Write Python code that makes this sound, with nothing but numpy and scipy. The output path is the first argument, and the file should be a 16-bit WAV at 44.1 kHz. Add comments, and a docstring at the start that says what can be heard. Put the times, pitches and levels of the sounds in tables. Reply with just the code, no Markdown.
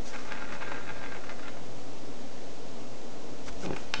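"""A plastic pen chatters and taps as it is drawn away across a wooden table: each contact is a dry crack
that sets pen and table top ringing, and one lands with a woody thud. Skin brushes softly alongside.
Near the end a camera is picked up from the table: its base scuffs and bumps dully, and its case ticks
under the fingers, then gives one sharp click. A quiet room hisses and hums behind it all."""
import sys
import numpy as np
from scipy import signal
from scipy.fft import rfft, irfft
from scipy.io import wavfile

SR = 44100
rng = np.random.default_rng(int(sys.argv[2]) if len(sys.argv) > 2 else 0)


def generate_wav(signal):
    """Clip the signal to [-1, 1] and save it as 16-bit WAV at the path in sys.argv[1]."""
    frames = np.transpose(np.atleast_2d(signal))
    scaled = np.clip(frames, -1, 1) * 32767
    pcm = np.round(scaled).astype(np.int16)
    wavfile.write(sys.argv[1], SR, pcm)


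N = 176400
TIME = np.arange(N) / SR

# pen taps on the table; a higher corner is a harder hit: (time [s], peak level [dB], corner [Hz])
PEN_TAPS = [(0.152, -32, 2600), (0.161, -31.5, 2800), (0.291, -39, 4470), (0.3216, -23, 5600),
            (.351, -31, 3600), (0.375, -32.5, 2500), (0.422, -32.5, 3060), (0.451, -37, 3050),
            (0.492, -36, 2600), (0.525, -27, 4400), (.532, -36, 2600), (.554, -38, 2700), (.619, -28, 3200),
            (0.625, -28.5, 2600), (0.676, -31, 2700), (0.7166, -38, 2700), (.7188, -23.5, 2500),
            (0.781, -35.5, 2400), (.879, -38, 2970), (0.896, -35, 3400), (0.997, -40.5, 2760),
            (1.044, -40.5, 2600), (1.149, -34, 2400), (1.17, -38, 2600), (1.238, -31, 2400),
            (1.294, -25.5, 3520), (1.305, -36, 4000), (1.394, -32, 2700), (1.432, -34.5, 2600),
            (1.454, -37, 2820), (1.4809, -27.5, 3280), (1.571, -39, 2000)]
# ring of pen and table top together: (frequency [Hz], level [dB], t60 [s])
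PEN_RING = [(309, -13, 0.068), (567, -5.5, 0.047), (860, -3, 0.036), (1022, -13.5, 0.055),
            (1205, -14, 0.088), (1398, -13.5, 0.19), (1593.5, -12.5, 0.2), (1849, -17, 0.087),
            (2055, -15.5, 0.15), (2150, -12, 0.051), (2400, -14, 0.083), (2523, -10, 0.05),
            (2780, -26, 0.11), (3430, -13, 0.067), (3830, -12, 0.072)]
# tone of the pen's dry crack: (frequency [Hz], level [dB])
PEN_CRACK_EQ = [(200, -22.5), (600, 0), (950, 3.5), (1600, 10), (2500, -0.5), (3050, -5.5), (3800, -5),
                (5000, -4), (9000, -11.5)]
# envelope of the chatter as the pen slides: (time [s], level [dB])
SLIDE_ENVELOPE = [(.02, -65), (.1, -51), (.16, -46), (.21, -48.5), (.36, -47.5), (.68, -44), (.77, -45),
                  (.82, -53), (.895, -45.5), (.95, -51.5), (1.03, -44), (1.17, -48.5), (1.21, -55),
                  (1.32, -48), (1.36, -66), (1.47, -51), (1.55, -63), (1.75, -94)]
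# the pen drops hard enough to sound the table top: (time [s], peak level [dB])
PEN_THUDS = [(.7186, -28)]
# woody ring of the table top: (frequency [Hz], level [dB], t60 [s])
TABLE_RING = [(560, -12, 0.088), (830, -8, 0.047), (1030, -3.5, 0.019)]

# dull bumps of the camera body: (time [s], peak level [dB], corner [Hz])
BODY_BUMPS = [(3.629, -45, 450), (3.6425, -32, 696), (3.6495, -21.5, 900), (3.6585, -28, 700),
              (3.664, -33, 500), (3.677, -34, 700), (3.6925, -34, 450), (3.698, -34, 710),
              (3.7068, -18, 700), (3.7275, -29, 500), (3.7325, -27, 1010)]
# low ring of the camera body: (frequency [Hz], level [dB], t60 [s])
BODY_RING = [(174, 2, 0.038), (260, 0.5, 0.032), (350, 5.5, 0.035), (518, -6.5, 0.048), (817, 5.5, 0.015),
             (1210, -5, 0.011)]
# the camera's base scuffs the table as it lifts: (peak time [s], level [dB], rise [s], fall [s])
BASE_SCUFFS = [(3.675, -35, 0.054, 0.086), (4.0, -43, 0.016, .05)]
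# clicks of the camera case: (time [s], peak level [dB], corner [Hz])
CASE_CLICKS = [(3.481, -49, 1990), (3.486, -45, 1900), (3.6608, -25, 3800), (3.708, -33, 2510),
               (3.7325, -29, 2190), (3.762, -43, 5000), (3.7642, -25, 2400), (3.9391, -8, 6050)]
# ring of the plastic case: (frequency [Hz], level [dB], t60 [s])
CASE_RING = [(865, 2, 0.028), (1210, -9, 0.0053), (1516, 5, 0.0086), (2020, -14, 0.0193), (2450, 0, 0.03),
             (2703, -0.5, 0.039), (3250, -3, 0.013), (4000, -12, 0.03), (5350, -23, 0.025)]
# tone of the case's dry crack: (frequency [Hz], level [dB])
CASE_CRACK_EQ = [(200, -25), (520, -16.5), (800, 1), (1500, 10.5), (2900, 7), (5200, 6), (9000, -11)]

# skin brushes table and case: (peak time [s], level [dB], rise [s], fall [s])
SKIN_BRUSHES = [(.075, -48.5, 0.029, 0.031), (.13, -54, 0.055, 0.19), (.54, -52, 0.014, 0.018),
                (3.484, -46.5, 0.03, 0.013), (3.528, -50, 0.0024, 0.0069), (3.65, -46, 0.056, 0.015),
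                (3.782, -53, 0.05, 0.083)]
# airy tone of the brushing: (frequency [Hz], level [dB])
BRUSH_EQ = [(800, -14.5), (2000, -2.5), (4000, 0), (6200, 4), (8000, -5.5), (10000, -6.5)]
# fingers rub the case: (peak time [s], level [dB], rise [s], fall [s])
FINGER_RUBS = [(3.485, -37.5, 0.0089, 0.0088), (3.648, -45, 0.021, 0.01), (3.766, -35, 0.0026, 0.0058)]
# midrange tone of the rubbing: (frequency [Hz], level [dB])
RUB_EQ = [(700, -24), (1200, -9), (1480, 1.5), (1850, -15), (2130, -6.5), (2700, -17), (6000, -27)]
# rumbles of the table and the handled camera: (peak time [s], level [dB], rise [s], fall [s])
HANDLING_RUMBLES = [(.6, -53.5, 0.73, 1), (3.52, -44.5, 0.074, 0.079), (3.69, -49.5, 0.049, 0.22),
                    (3.99, -56, 0.02, .05)]
# deep tone of those rumbles: (frequency [Hz], level [dB])
RUMBLE_EQ = [(20, -4), (40, -2.5), (80, -10.5), (140, -11), (400, -45), (2000, -81)]

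# tone of the room's hiss: (frequency [Hz], level [dB])
HISS_EQ = [(88, -33.5), (150, -9), (243, -5.5), (325, -7), (466, -3.5), (645, -7.5), (691, -8),
           (957, -13.5), (1570, -20.5), (6540, -24), (9060, -32.5), (11800, -48), (19900, -120)]
# tone of the room's steady low end: (frequency [Hz], level [dB])
LOW_END_EQ = [(20, -33.5), (40, -14.5), (62, -1), (82, -9.5), (105, -6), (140, -3.5), (300, -39)]
# mains hum and fan tones: (frequency [Hz], level [dB], width [Hz])
HUM_TONES = [(120.6, -58.5, 6.1), (243, -55.5, 16), (284.3, -55.5, 22), (468, -62.5, 29),
             (680.8, -61.5, 12)]

BOUNCE_S, BOUNCE_DB = .0026, -2
CHATTER_PER_S, CHATTER_SPOTS, CHATTER_SPREAD_DB = 280, 8, 1.5
HISS_DB, LOW_END_DB, WHINE_DB = -45.5, -60.5, -79
ROOM_T60_S, PEN_SEND_DB, CASE_SEND_DB = 0.66, -10, -5


def pen_contact(ring_db):
    """One hit of plastic on wood: a crack, a short shudder of the table top and a ring."""
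    return knock(PEN_CRACK_EQ, PEN_RING, ring_db, shudder_db=-1, shudder_t60=.04)


def pen_taps():
    """Each tap is a flam, as the pen's other end lands just after; one drop thuds in the table top."""
    bounces = [(s + BOUNCE_S * rng.uniform(.7, 1.3), db + BOUNCE_DB, hz) for s, db, hz in PEN_TAPS]
    taps = play_hits(list(PEN_TAPS) + bounces, lambda: pen_contact(ring_db=-16))
    thuds = [(s, db, 1500) for s, db in PEN_THUDS]  # a heavy contact, dull above 1500 Hz
    return taps + play_hits(thuds, lambda: ringing(TABLE_RING))


def pen_chatter():
    """The sliding pen makes a run of tiny contacts on spots of the table that each ring differently."""
    strengths = from_db(CHATTER_SPREAD_DB * np.minimum(rng.exponential(1, N), 4))
    polarity = rng.choice([-1, 1], N)
    contacts = strengths * polarity * (rng.random(N) < CHATTER_PER_S / SR)
    spots = rng.integers(0, CHATTER_SPOTS, N)
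    chatter = sum(signal.oaconvolve(contacts * (spots == spot), pen_contact(ring_db=-13.5))[:N]
                  for spot in range(CHATTER_SPOTS))
    clumps_db = narrow_noise(hz=25, width_hz=50)  # the level flutters by about 1 dB
    slide = from_db(np.interp(TIME, *np.transpose(SLIDE_ENVELOPE)) + clumps_db)
    clatter = swells((s, db - 19, .006, .011) for s, db, _ in PEN_TAPS)  # a flare around each tap
    return rms_one(soften(chatter, corner_hz=2700)) * (slide + clatter)


def camera_body():
    """The camera's base knocks and scuffs on the table; both sound the body's low modes."""
    friction = rng.standard_normal(N)
    dull_ring = soften(ringing(BODY_RING), corner_hz=650)
    scuff = rms_one(signal.fftconvolve(friction, dull_ring)[:N])
    return play_hits(BODY_BUMPS, lambda: ringing(BODY_RING)) + scuff * swells(BASE_SCUFFS)


def case_clicks():
    """The plastic case clicks under the fingers, bright and tight."""
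    return play_hits(CASE_CLICKS, lambda: knock(CASE_CRACK_EQ, CASE_RING, ring_db=-9.5,
                                                shudder_db=6.5, shudder_t60=0.017))


def handling():
    """Skin brushes and rubs with a grainy friction, while table and camera rumble underneath."""
    grain_db = 2.0 * narrow_noise(hz=57, width_hz=480)
    grain = rms_one(from_db(grain_db))
    brush = noise(BRUSH_EQ) * swells(SKIN_BRUSHES)
    rub = noise(RUB_EQ) * swells(FINGER_RUBS)
    rumble = noise(RUMBLE_EQ) * swells(HANDLING_RUMBLES)
    return grain * (brush + rub) + rumble


def room_tone():
    """A steady bed of hiss and low end, with mains hum, fan tones and a very faint whine."""
    hum = sum(from_db(db) * narrow_noise(hz, width) for hz, db, width in HUM_TONES)
    whine = from_db(WHINE_DB) * narrow_noise(hz=5940, width_hz=7.3)
    return from_db(HISS_DB) * noise(HISS_EQ) + from_db(LOW_END_DB) * noise(LOW_END_EQ) + hum + whine


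def knock(crack_eq, modes, ring_db, shudder_db, shudder_t60):
    """A hard contact in three layers: dry crack, ringing modes and a dense, random shudder."""
    pulse = crack(crack_eq)
    hit = from_db(ring_db) * ringing(modes)
    hit[:len(pulse)] += pulse
    shudder = from_db(shudder_db) * noise_tail(shudder_t60, predelay_s=0.000893, length=len(hit))
    return hit + signal.fftconvolve(shudder, pulse)[:len(hit)]


def crack(eq, size=1024):
    """The transient of a hit: a pulse with the given tone, peak 1."""
    cepstrum = irfft(np.log(eq_gains(eq, size)))
    cepstrum[1:size // 2] *= 2  # minimum phase packs the energy into the attack
    cepstrum[size // 2 + 1:] = 0
    pulse = irfft(np.exp(rfft(cepstrum)))
    return pulse / np.abs(pulse).max()


def ringing(modes, spread_db=1.5):
    """A struck body's modes start in step and die away, balanced a little differently on every hit."""
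    t = TIME[:SR // 4]
    return sum(from_db(db + spread_db * rng.standard_normal() - 60 * t / t60) * np.cos(2 * np.pi * hz * t)
               for hz, db, t60 in modes)


def play_hits(cues, make_hit):
    """Play a fresh hit on each cue, softened and scaled to its peak level."""
    track = np.zeros(N + SR)
    for s, db, corner_hz in cues:
        hit = soften(make_hit(), corner_hz)
        start = int(s * SR)
        track[start:start + len(hit)] += from_db(db) * hit / np.abs(hit).max()
    return track[:N]


def soften(x, corner_hz):
    """A soft contact loses its treble."""
    return signal.sosfilt(signal.butter(2, corner_hz, fs=SR, output="sos"), x)


def swells(cues):
    """An envelope with a rounded rise and fall around each cue."""
    return sum(from_db(db) * np.exp(-((TIME - s) / np.where(TIME < s, rise_s, fall_s)) ** 2)
               for s, db, rise_s, fall_s in cues)


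def noise_tail(t60, predelay_s, length):
    """Dense reflections that die away, at unit energy."""
    t = TIME[:length]
    tail = rng.standard_normal(length) * from_db(-60 * t / t60) * (t > predelay_s)
    return tail / np.sqrt(np.sum(tail ** 2) + 1e-20)


def noise(eq):
    """Noise shaped by an EQ curve, rms 1."""
    return rms_one(irfft(rfft(rng.standard_normal(N)) * eq_gains(eq, N), N))


def narrow_noise(hz, width_hz):
    """A band of noise, rms 1; when narrow, a wavering tone."""
    freqs = np.fft.rfftfreq(N, 1 / SR)
    phases = np.exp(2j * np.pi * rng.random(len(freqs)))
    return rms_one(irfft(phases / (1 + (2 * (freqs - hz) / width_hz) ** 2), N))


def eq_gains(eq, size):
    """Gain at each FFT bin along an EQ curve."""
    hz, db = np.transpose(eq)
    freqs = np.fft.rfftfreq(size, 1 / SR)
    return from_db(np.interp(np.log(freqs + 1e-3), np.log(hz), db))


def from_db(db):
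    """Decibels to gain."""
    return 10 ** (np.asarray(db) / 20)


def rms_one(x):
    """Scale to unit rms."""
    return x / np.sqrt(np.mean(x ** 2) + 1e-20)


def scene():
    """The mono mix: pen and clicks echo in the room; the bumps come dry through the case."""
    pen = pen_taps() + pen_chatter()
    clicks = case_clicks()
    send = from_db(PEN_SEND_DB) * pen + from_db(CASE_SEND_DB) * clicks
    reverb = signal.fftconvolve(send, noise_tail(ROOM_T60_S, predelay_s=0.0079, length=SR // 2))[:N]
    return (pen + clicks + reverb + camera_body() + handling() + room_tone())[None]


def record(dry):
    """The treble rolls off at 8 kHz and is cut at 9.2 kHz; a DC offset wanders inaudibly slowly."""
    roll_off = signal.butter(6, 8000, fs=SR, output="sos")
    high_cut = signal.ellip(10, .1, 80, 9200, fs=SR, output="sos")
    offset = -0.067 + from_db(-50.5) * narrow_noise(hz=0.25, width_hz=0.25)
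    return signal.sosfilt(high_cut, signal.sosfilt(roll_off, dry)) + offset


dry = scene()
out = record(dry)
generate_wav(out)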